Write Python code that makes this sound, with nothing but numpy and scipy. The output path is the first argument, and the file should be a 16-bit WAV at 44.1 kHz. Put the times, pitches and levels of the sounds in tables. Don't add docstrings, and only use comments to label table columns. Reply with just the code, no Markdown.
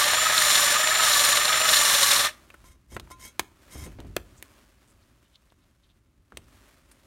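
import sys
import numpy as np
from scipy import signal
from scipy.fft import rfft, irfft
from scipy.io import wavfile

SR = 44100
rng = np.random.default_rng(int(sys.argv[2]) if len(sys.argv) > 2 else 0)


def unload_audio(sound):
    columns = np.transpose(np.atleast_2d(sound))
    steps = np.round(np.clip(columns, -1, 1) * 32767)
    wavfile.write(sys.argv[1], SR, steps.astype(np.int16))


N = 311346
TIME = np.arange(N) / SR
FREQS = np.fft.rfftfreq(8192, 1 / SR)


def amp(db):
    return 10 ** (np.asarray(db) / 20)


def unit(x):
    return x / np.sqrt(np.mean(x ** 2) + 1e-20)


def curve(points, hz=FREQS):
    point_hz, value = np.transpose(points)
    return np.interp(np.log(hz + 1), np.log(point_hz + 1), value)


def bell(hz, width_hz):
    return 1 / (1 + (2 * (FREQS - hz) / width_hz) ** 2)


def add(mix, start_s, sound):
    part = mix[max(round(start_s * SR), 0):][:len(sound)]
    part += sound[:len(part)]


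def eq(x, shape_db):
    log_gain = np.log(unit(amp(np.maximum(shape_db, shape_db.max() - 100))))
    mirrored = np.concatenate([log_gain, log_gain[-2:0:-1]])
    taps = np.fft.ifft(np.exp(np.conj(signal.hilbert(mirrored)))).real
    return signal.oaconvolve(x, taps[:len(taps) // 2])[:len(x)]


def resonate(x, hz, width_hz):
    carrier = np.exp(2j * np.pi * hz * TIME[:len(x)])
    pole = np.exp(-np.pi * width_hz / SR)
    for _ in range(2):
        x = 2 * (carrier * signal.lfilter([1 - pole], [1, -pole], x / carrier + 1e-18)).real
    return unit(x)


def wander(rate_hz):
    hz = np.fft.rfftfreq(N, 1 / SR)
    return unit(irfft(rfft(rng.standard_normal(N)) * np.exp(-(hz / rate_hz) ** 2), N))


def grains(per_s, spread_db):
    size = amp(spread_db * np.minimum(rng.exponential(1, N), 4))
    return unit(size * rng.standard_normal(N) * (rng.random(N) < per_s / SR))


def strokes(rows, rise_db_per_s, fall_db_per_s):
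    def stroke(start, end, db, swell_db=0):
        attack_db = rise_db_per_s * np.maximum(start - TIME, 0)
        release_db = fall_db_per_s * np.maximum(TIME - end, 0)
        return amp(db + swell_db * np.interp(TIME, [start, end], [0, 1]) - attack_db - release_db)
    return np.max([stroke(*row) for row in rows], axis=0)


def run_down(stop_s, fall_db_per_s):
    return amp(-fall_db_per_s * np.maximum(TIME - stop_s, 0))


# start_s, end_s, load (1 = a normal bite)
BITES = [(-.2, .01, .903), (.408, .646, .995), (1.062, 1.303, 1), (1.71, 2.151, 1.099)]

def drill_load(grab_s=0.077, let_go_s=0.124, inertia_s=0.094):
    load = sum(size * np.interp(TIME, [start - grab_s, start, end, end + let_go_s], [0, 1, 1, 0])
               for start, end, size in BITES)
    pole = np.exp(-1 / (inertia_s * SR))
    sag = load[0] + signal.lfilter([1 - pole], [1, -pole], load - load[0])
    return load, sag


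# centre_hz, width_hz, boost_db
HEAD_RESONANCES = [(1156, 370, 1.5), (1650, 220, 3), (2920, 130, 2.5), (3470, 180, 5.5), (3780, 95, 5),
                   (4165, 270, 6.5), (4920, 530, -2.5), (5402, 170, 5), (5700, 510, 5.5), (6660, 90, 2),
                   (6600, 150, 3.5), (7290, 110, 13), (7430, 380, -4), (8340, 190, 3.5), (8890, 95, 6.5),
                   (9430, 830, 5.5), (10500, 70, 4.5), (10560, 520, -9), (11100, 250, 2), (11900, 270, -5)]

def lapping(free_hz=644.5, sag_hz=67.7, cycles_per_gear_turn=25):
    load, sag = drill_load()
    motor_hz = free_hz - sag_hz * sag
    gear_turns = np.cumsum(motor_hz) / cycles_per_gear_turn / SR
    throb = np.cos(2 * np.pi * (gear_turns - 0.32))
    head_db = sum(db * bell(hz, width) for hz, width, db in HEAD_RESONANCES)
    grit_gain = amp(-32 + 5.5 * load) * run_down(stop_s=2.265, fall_db_per_s=514)
    gear_gain = amp(-24.5 - 2 * sag) * run_down(stop_s=2.2684, fall_db_per_s=470)
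    seat = gear_rattle(gear_gain, throb, head_db) + grit_rasp(grit_gain, throb, head_db)
    drill = gear_gain * (gear_housing(throb) + motor_whine(motor_hz, gear_turns))
    return seat + drill + speed_whistle()


# freq_hz, gain_db
GEAR_EQ = [(20, -30), (50, -16.5), (120, -18), (170, -18.5), (450, -13.5), (600, -6.5), (950, -4.5),
           (1750, -2), (2100, 0), (4000, -6), (5000, -12), (9000, -21), (16000, -29.5)]

def gear_rattle(gain, throb, head_db):
    rattle = grains(per_s=16000, spread_db=1.6) * gain
    rattle *= amp(-0.5 + 1.6 * throb + 2.5 * wander(110))
    return eq(rattle, curve(GEAR_EQ) + head_db)


# peak_s, level_db
CATCHES = [(0.38, -18.5), (0.512, -18), (0.555, -20.5), (1.037, -24), (1.137, -20.5), (1.2, -18.5),
           (1.375, -20.5), (1.452, -21.5), (1.694, -18), (1.742, -14), (1.77, -14.5), (1.949, -17),
           (2.032, -18.5), (2.118, -23)]
# freq_hz, gain_db
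GRIT_EQ = [(20, -32), (60, -8), (150, -25.5), (500, -17.5), (1100, 6.5), (2200, -2), (3700, 3.5), (5000, 3),
           (8000, 1), (12000, 3.5), (14000, -6), (16000, -8)]

def grit_rasp(gain, throb, head_db, catch_s=0.0044):
    grit = grains(per_s=18000, spread_db=2) * gain * amp(0.5 * throb + wander(90))
    catches = sum(amp(db - 2) * np.exp(-((TIME - at) / catch_s) ** 2 / 2) for at, db in CATCHES)
    chatter = gain * amp(-5.5 + 3.5 * (wander(100) + throb / 2))
    coarse = (catches + chatter) * grains(per_s=15000, spread_db=1)
    tone_db = curve(GRIT_EQ) + head_db
    crunch = eq(coarse, tone_db + 12 * bell(3850, 2100))
    ring = valve_ring(damping_per_s=140)
    ringing = signal.oaconvolve(grit, ring / np.linalg.norm(ring))[:N]
    return amp(4) * eq(grit, tone_db) + crunch + amp(-7) * ringing


# pitch_hz, level_db, t60_s
VALVE_MODES = [(1034, 2, .3), (1394, -11, .25), (2137, -1, .07), (2223, -2, .08), (2579, -15, .4),
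               (3170, -7, .08), (3290, -7, .1), (3779, -5, .12), (4032, -11, .12), (5265, -3, .12),
               (5600, -7, .08), (5954, -5, .1), (6385, -1, .1), (6770, -3, .07), (7220, -4, .05),
               (7854, -8, .06), (8269, -6, .06), (8818, -6, .06), (8930, -4, .07), (9245, -5, .08),
               (10240, -9, .06), (11197, -10, .06), (12480, -8, .06)]

def valve_ring(damping_per_s=0):
    t = TIME[:SR // 2]
    ring = np.zeros(len(t))
    for hz, db, t60 in VALVE_MODES:
        free_decay = amp(db - 60 * t / t60) / np.sqrt(t60)
        choke = np.exp(-damping_per_s * t * 1000 / hz)
        ring += free_decay * choke * np.sin(2 * np.pi * hz * t)
    return ring


def gear_housing(throb):
    shake = grains(per_s=970, spread_db=3) * amp(4.3 * throb)
    return amp(-9) * resonate(shake, hz=1775, width_hz=140)


def motor_whine(motor_hz, gear_turns, jitter=0.014, roughness=0.45):
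    cycles = np.cumsum(motor_hz * (1 + jitter * wander(60))) / SR
    rotor = np.cos(2 * np.pi * cycles / 5)
    throb_db = 5.5 * np.cos(2 * np.pi * (gear_turns - 0.54))
    accent_db = 5 * np.cos(2 * np.pi * (gear_turns / 2 - 0.77))
    housing = 1 / np.hypot(1, (3 * motor_hz - 1770) / 110)
    gains = [amp(-14 + accent_db), amp(-7 + throb_db - accent_db / 2), housing * amp(-8 + throb_db / 2)]
    whine = np.zeros(N)
    for harmonic, gain in enumerate(gains, 1):
        flutter = 1 + roughness * (wander(49) + 1j * wander(88))
        whine += gain * (flutter * np.exp(2j * np.pi * harmonic * cycles)).real
    return whine * (1 + 0.31 * rotor) + amp(-30) * rotor


# time_s, pitch_hz, level_db
WHISTLE_PATH = [(0.0, 7145, -35), (0.02, 7110, -38), (0.2, 7150, -27.5), (0.31, 7187, -34),
                (0.46, 7100, -28), (0.76, 7157, -31), (1.01, 7162, -29.5), (1.31, 7077, -28.5),
                (1.4, 7180, -32), (1.68, 7170, -31), (1.82, 7102, -27.5), (1.85, 7180, -33),
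                (2.22, 7164, -35.5)]

def speed_whistle(jitter_hz=14, flutter_db=1.27):
    time_s, pitch_hz, level_db = np.transpose(WHISTLE_PATH)
    cycles = np.cumsum(np.interp(TIME, time_s, pitch_hz) + jitter_hz * wander(90)) / SR
    gain = amp(np.interp(TIME, time_s, level_db) + flutter_db * wander(60))
    current = run_down(stop_s=2.225, fall_db_per_s=898)
    return np.sqrt(2) * np.sin(2 * np.pi * cycles) * gain * current


# start_s, end_s, level_db, swell_db
HISS_SWELLS = [(2.3, 2.62, -58.5, -4), (3.05, 3.37, -64, -0.5), (3.58, 3.82, -63.5, 9.5),
               (4.0, 4.6, -65, 6.5), (4.72, 5.9, -64.5, -11.5), (6.52, 6.71, -60, 0.5),
               (6.8, 7.06, -64, -0.5)]
# freq_hz, gain_db
HISS_EQ = [(88, -41), (150, -10.5), (249, 0.5), (406, -4), (475, -13), (555, -2.5), (759, -10.5),
           (1170, -6.5), (4760, -16.5), (9080, -18.5), (16000, -25)]

def soft_hiss(floor_db=-75, flicker_db=1.1):
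    gain = np.hypot(amp(floor_db), strokes(HISS_SWELLS, rise_db_per_s=69, fall_db_per_s=55))
    hiss = eq(grains(per_s=8300, spread_db=-1.4), curve(HISS_EQ))
    return hiss * gain * amp(flicker_db * wander(30))


# start_s, end_s, level_db
SHIFTS = [(2.54, 2.66, -60.5), (2.94, 3.02, -47), (3.78, 3.86, -43.5), (4.03, 4.12, -44),
          (6.37, 6.45, -62.5)]
# freq_hz, gain_db
RUMBLE_EQ = [(15, -27), (35, -9), (54, 2.5), (75, -3), (110, -5.5), (170, -14), (330, -16.5), (600, -38.5),
             (16000, -93)]

def handling_rumble(floor_db=-63, waver_db=1.4):
    gain = np.hypot(amp(floor_db), strokes(SHIFTS, rise_db_per_s=280, fall_db_per_s=59))
    return eq(rng.standard_normal(N), curve(RUMBLE_EQ)) * gain * amp(waver_db * wander(6))


# start_s, level_db (energy as if spread over 10 ms),
# ring_hz, ring_db, shelf_hz, shelf_db, t60_s
KNOCKS = [(2.503, -48.5, 2560, 18, 3500, -11, 0.02), (2.542, -47.5, 1600, 10.5, 2800, -12, .035),
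          (2.642, -58, 1100, 0, 2500, -13, 0.035), (2.966, -32.5, 900, 0.5, 3000, -21, .028),
          (2.998, -42, 3800, 6.5, 7900, -6, 0.02), (3.074, -55, 1000, 6, 2800, -24, 0.018),
          (3.103, -54, 1100, 14, 2500, -18, 0.023), (3.3952, -22, 2594, 4.5, 4500, -6, 0.025),
          (4.003, -49, 4000, 0, 7100, -10, 0.013), (4.1654, -30.5, 13100, 2, 9000, 4, 0.0071),
          (4.167, -24.5, 2900, 2.5, 3350, -15.5, 0.01), (4.426, -40, 2180, 14.5, 7970, 11, 0.012),
          (5.522, -59.5, 1400, 4, 3500, -15.5, 0.021), (6.322, -49, 1546, 11, 2463, -21, 0.015),
          (6.3719, -39.5, 2920, 10, 8000, -4, 0.015), (6.3738, -45, 9050, 20, 11500, -20, 0.0095),
          (6.915, -56, 10070, 6, 13900, -6, 0.05)]
# freq_hz, gain_db
KNOCK_EQ = [(30, -34.5), (120, -6.5), (320, 0), (600, 3), (1300, 1), (4000, -1.5), (5500, -3.5), (9300, -2),
            (11500, -5.5), (16000, -8.5)]

def knocks_and_pops(cup_hz=340, cup_t60_s=0.026, tail_t60_s=0.078):
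    out, t = np.zeros(N), TIME[:SR // 5]
    thock = amp(-12 - 60 * t / cup_t60_s) * np.cos(2 * np.pi * cup_hz * t)
    for start_s, db, ring_hz, ring_db, shelf_hz, shelf_db, t60 in KNOCKS:
        decay = amp(-60 * t / t60) + amp(-24 - 60 * t / tail_t60_s)
        clatter = rng.standard_normal(len(t)) * decay
        blow = eq(clatter, curve([(400, -5.5), (1200, 1.5)])) + thock
        blow[0] += 6
        treble_db = shelf_db * (1 - 1 / (1 + (FREQS / shelf_hz) ** 4))
        hit = eq(blow, curve(KNOCK_EQ) + treble_db + ring_db * bell(ring_hz, 0.39 * ring_hz))
        add(out, start_s, amp(db) * hit / np.linalg.norm(hit) * np.sqrt(SR / 100))
    return out


# start_s, level_db
TAPS = [(2.645, -67), (3.111, -55.5)]

def valve_taps():
    out = np.zeros(N)
    ping = eq(valve_ring(), curve([(1000, 11), (1400, 13), (2200, -27), (8000, -21)])) / 2
    for start_s, db in TAPS:
        add(out, start_s, amp(db) * ping)
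    return out


# start_s, end_s, level_db, swell_db
SLIDES = [(2.65, 2.73, -52.5, -8), (2.9, 2.95, -56, 8), (3.112, 3.114, -44.5, 3), (3.205, 3.28, -50, 7.5),
          (3.71, 3.86, -50.5, 6), (5.25, 5.9, -79, -4)]

def stem_scrape():
    motion = strokes(SLIDES, rise_db_per_s=1100, fall_db_per_s=948)
    rub = grains(per_s=7300, spread_db=4) * motion * amp(1.8 * wander(52))
    tone_db = curve([(200, 11), (1000, -9), (4500, -1.5), (7000, 1),
                     (9500, 0), (10700, 0), (12500, 0.5), (16000, -17)])
    scrape = eq(rub, tone_db + 8 * bell(2190, 200))
    drive = eq(rub, curve([(1200, -3), (2000, 0)]))
    ring = valve_ring()
    ringing = signal.oaconvolve(drive, ring / np.linalg.norm(ring))[:N]
    return amp(-3) * ringing + amp(-6.5) * scrape


# start_s, level_db
BUMPS = [(2.918, -42.5), (2.962, -40), (3.398, -42.5), (3.753, -38), (3.806, -48), (3.862, -37.5),
         (3.986, -35.5), (4.046, -44.5), (4.1, -54), (4.168, -42), (6.325, -49), (6.372, -49)]
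# freq_hz, gain_db
BUMP_EQ = [(20, -20), (60, 11.5), (130, 0.5), (300, -1), (550, -8), (900, -14.5), (3000, -26.5),
           (16000, -66)]

def hand_bumps(t60_s=0.18):
    bursts, t = np.zeros(N), TIME[:SR // 3]
    for start_s, db in BUMPS:
        add(bursts, start_s, amp(db - 60 * t / t60_s) * rng.standard_normal(len(t)))
    return eq(bursts, curve(BUMP_EQ))


# peak_s, level_db, pitch_hz, half_length_s
SQUELCHES = [(4.385, -57, 7050, 0.032), (4.898, -67, 8300, 0.06), (5.029, -69, 4350, 0.018),
             (5.26, -70, 3200, 0.044), (5.345, -65, 3370, 0.035), (5.359, -59, 3590, 0.018),
             (5.505, -68, 3600, 0.02), (5.633, -72, 3700, 0.041), (5.848, -66.5, 3400, 0.034),
             (5.905, -69, 3400, .045), (6.923, -58, 8960, .02)]

def cup_squelches():
    out, fizz = np.zeros(N), grains(per_s=3900, spread_db=4)
    for peak_s, db, hz, half_length_s in SQUELCHES:
        start_s = peak_s - half_length_s
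        puff = fizz[round(start_s * SR):][:round(2 * half_length_s * SR)]
        puff = resonate(puff, hz, width_hz=0.4 * hz)
        add(out, start_s, amp(db) * puff * np.hanning(len(puff)) ** 2)
    return out


# freq_hz, t60_s
GARAGE_DECAY = [(100, 0.71), (1000, 0.42), (4000, 0.31), (14000, 0.32)]

def garage(x, wet_db=-23, echoes_per_s=3000, predelay_s=0.005):
    echoes = rng.standard_normal(SR) * (rng.random(SR) < echoes_per_s / SR) * (TIME[:SR] > predelay_s)
    hz, t, bands = signal.stft(echoes, SR, nperseg=256)
    decay = amp(-60 * t / curve(GARAGE_DECAY, hz)[:, None])
    tail = signal.istft(bands * decay, SR, nperseg=256)[1]
    return x + amp(wet_db) * signal.oaconvolve(x, tail / np.linalg.norm(tail))[:N]


def scene():
    work = lapping() + stem_scrape() + valve_taps() + knocks_and_pops() + cup_squelches()
    return (garage(work) + hand_bumps() + handling_rumble() + soft_hiss())[None]


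def record(dry, cutoff_hz=15900):
    lowpass = signal.firwin(511, cutoff_hz, window=("kaiser", 9), fs=SR)
    return signal.oaconvolve(dry, lowpass[None], "same")


dry = scene()
out = record(dry)
unload_audio(out)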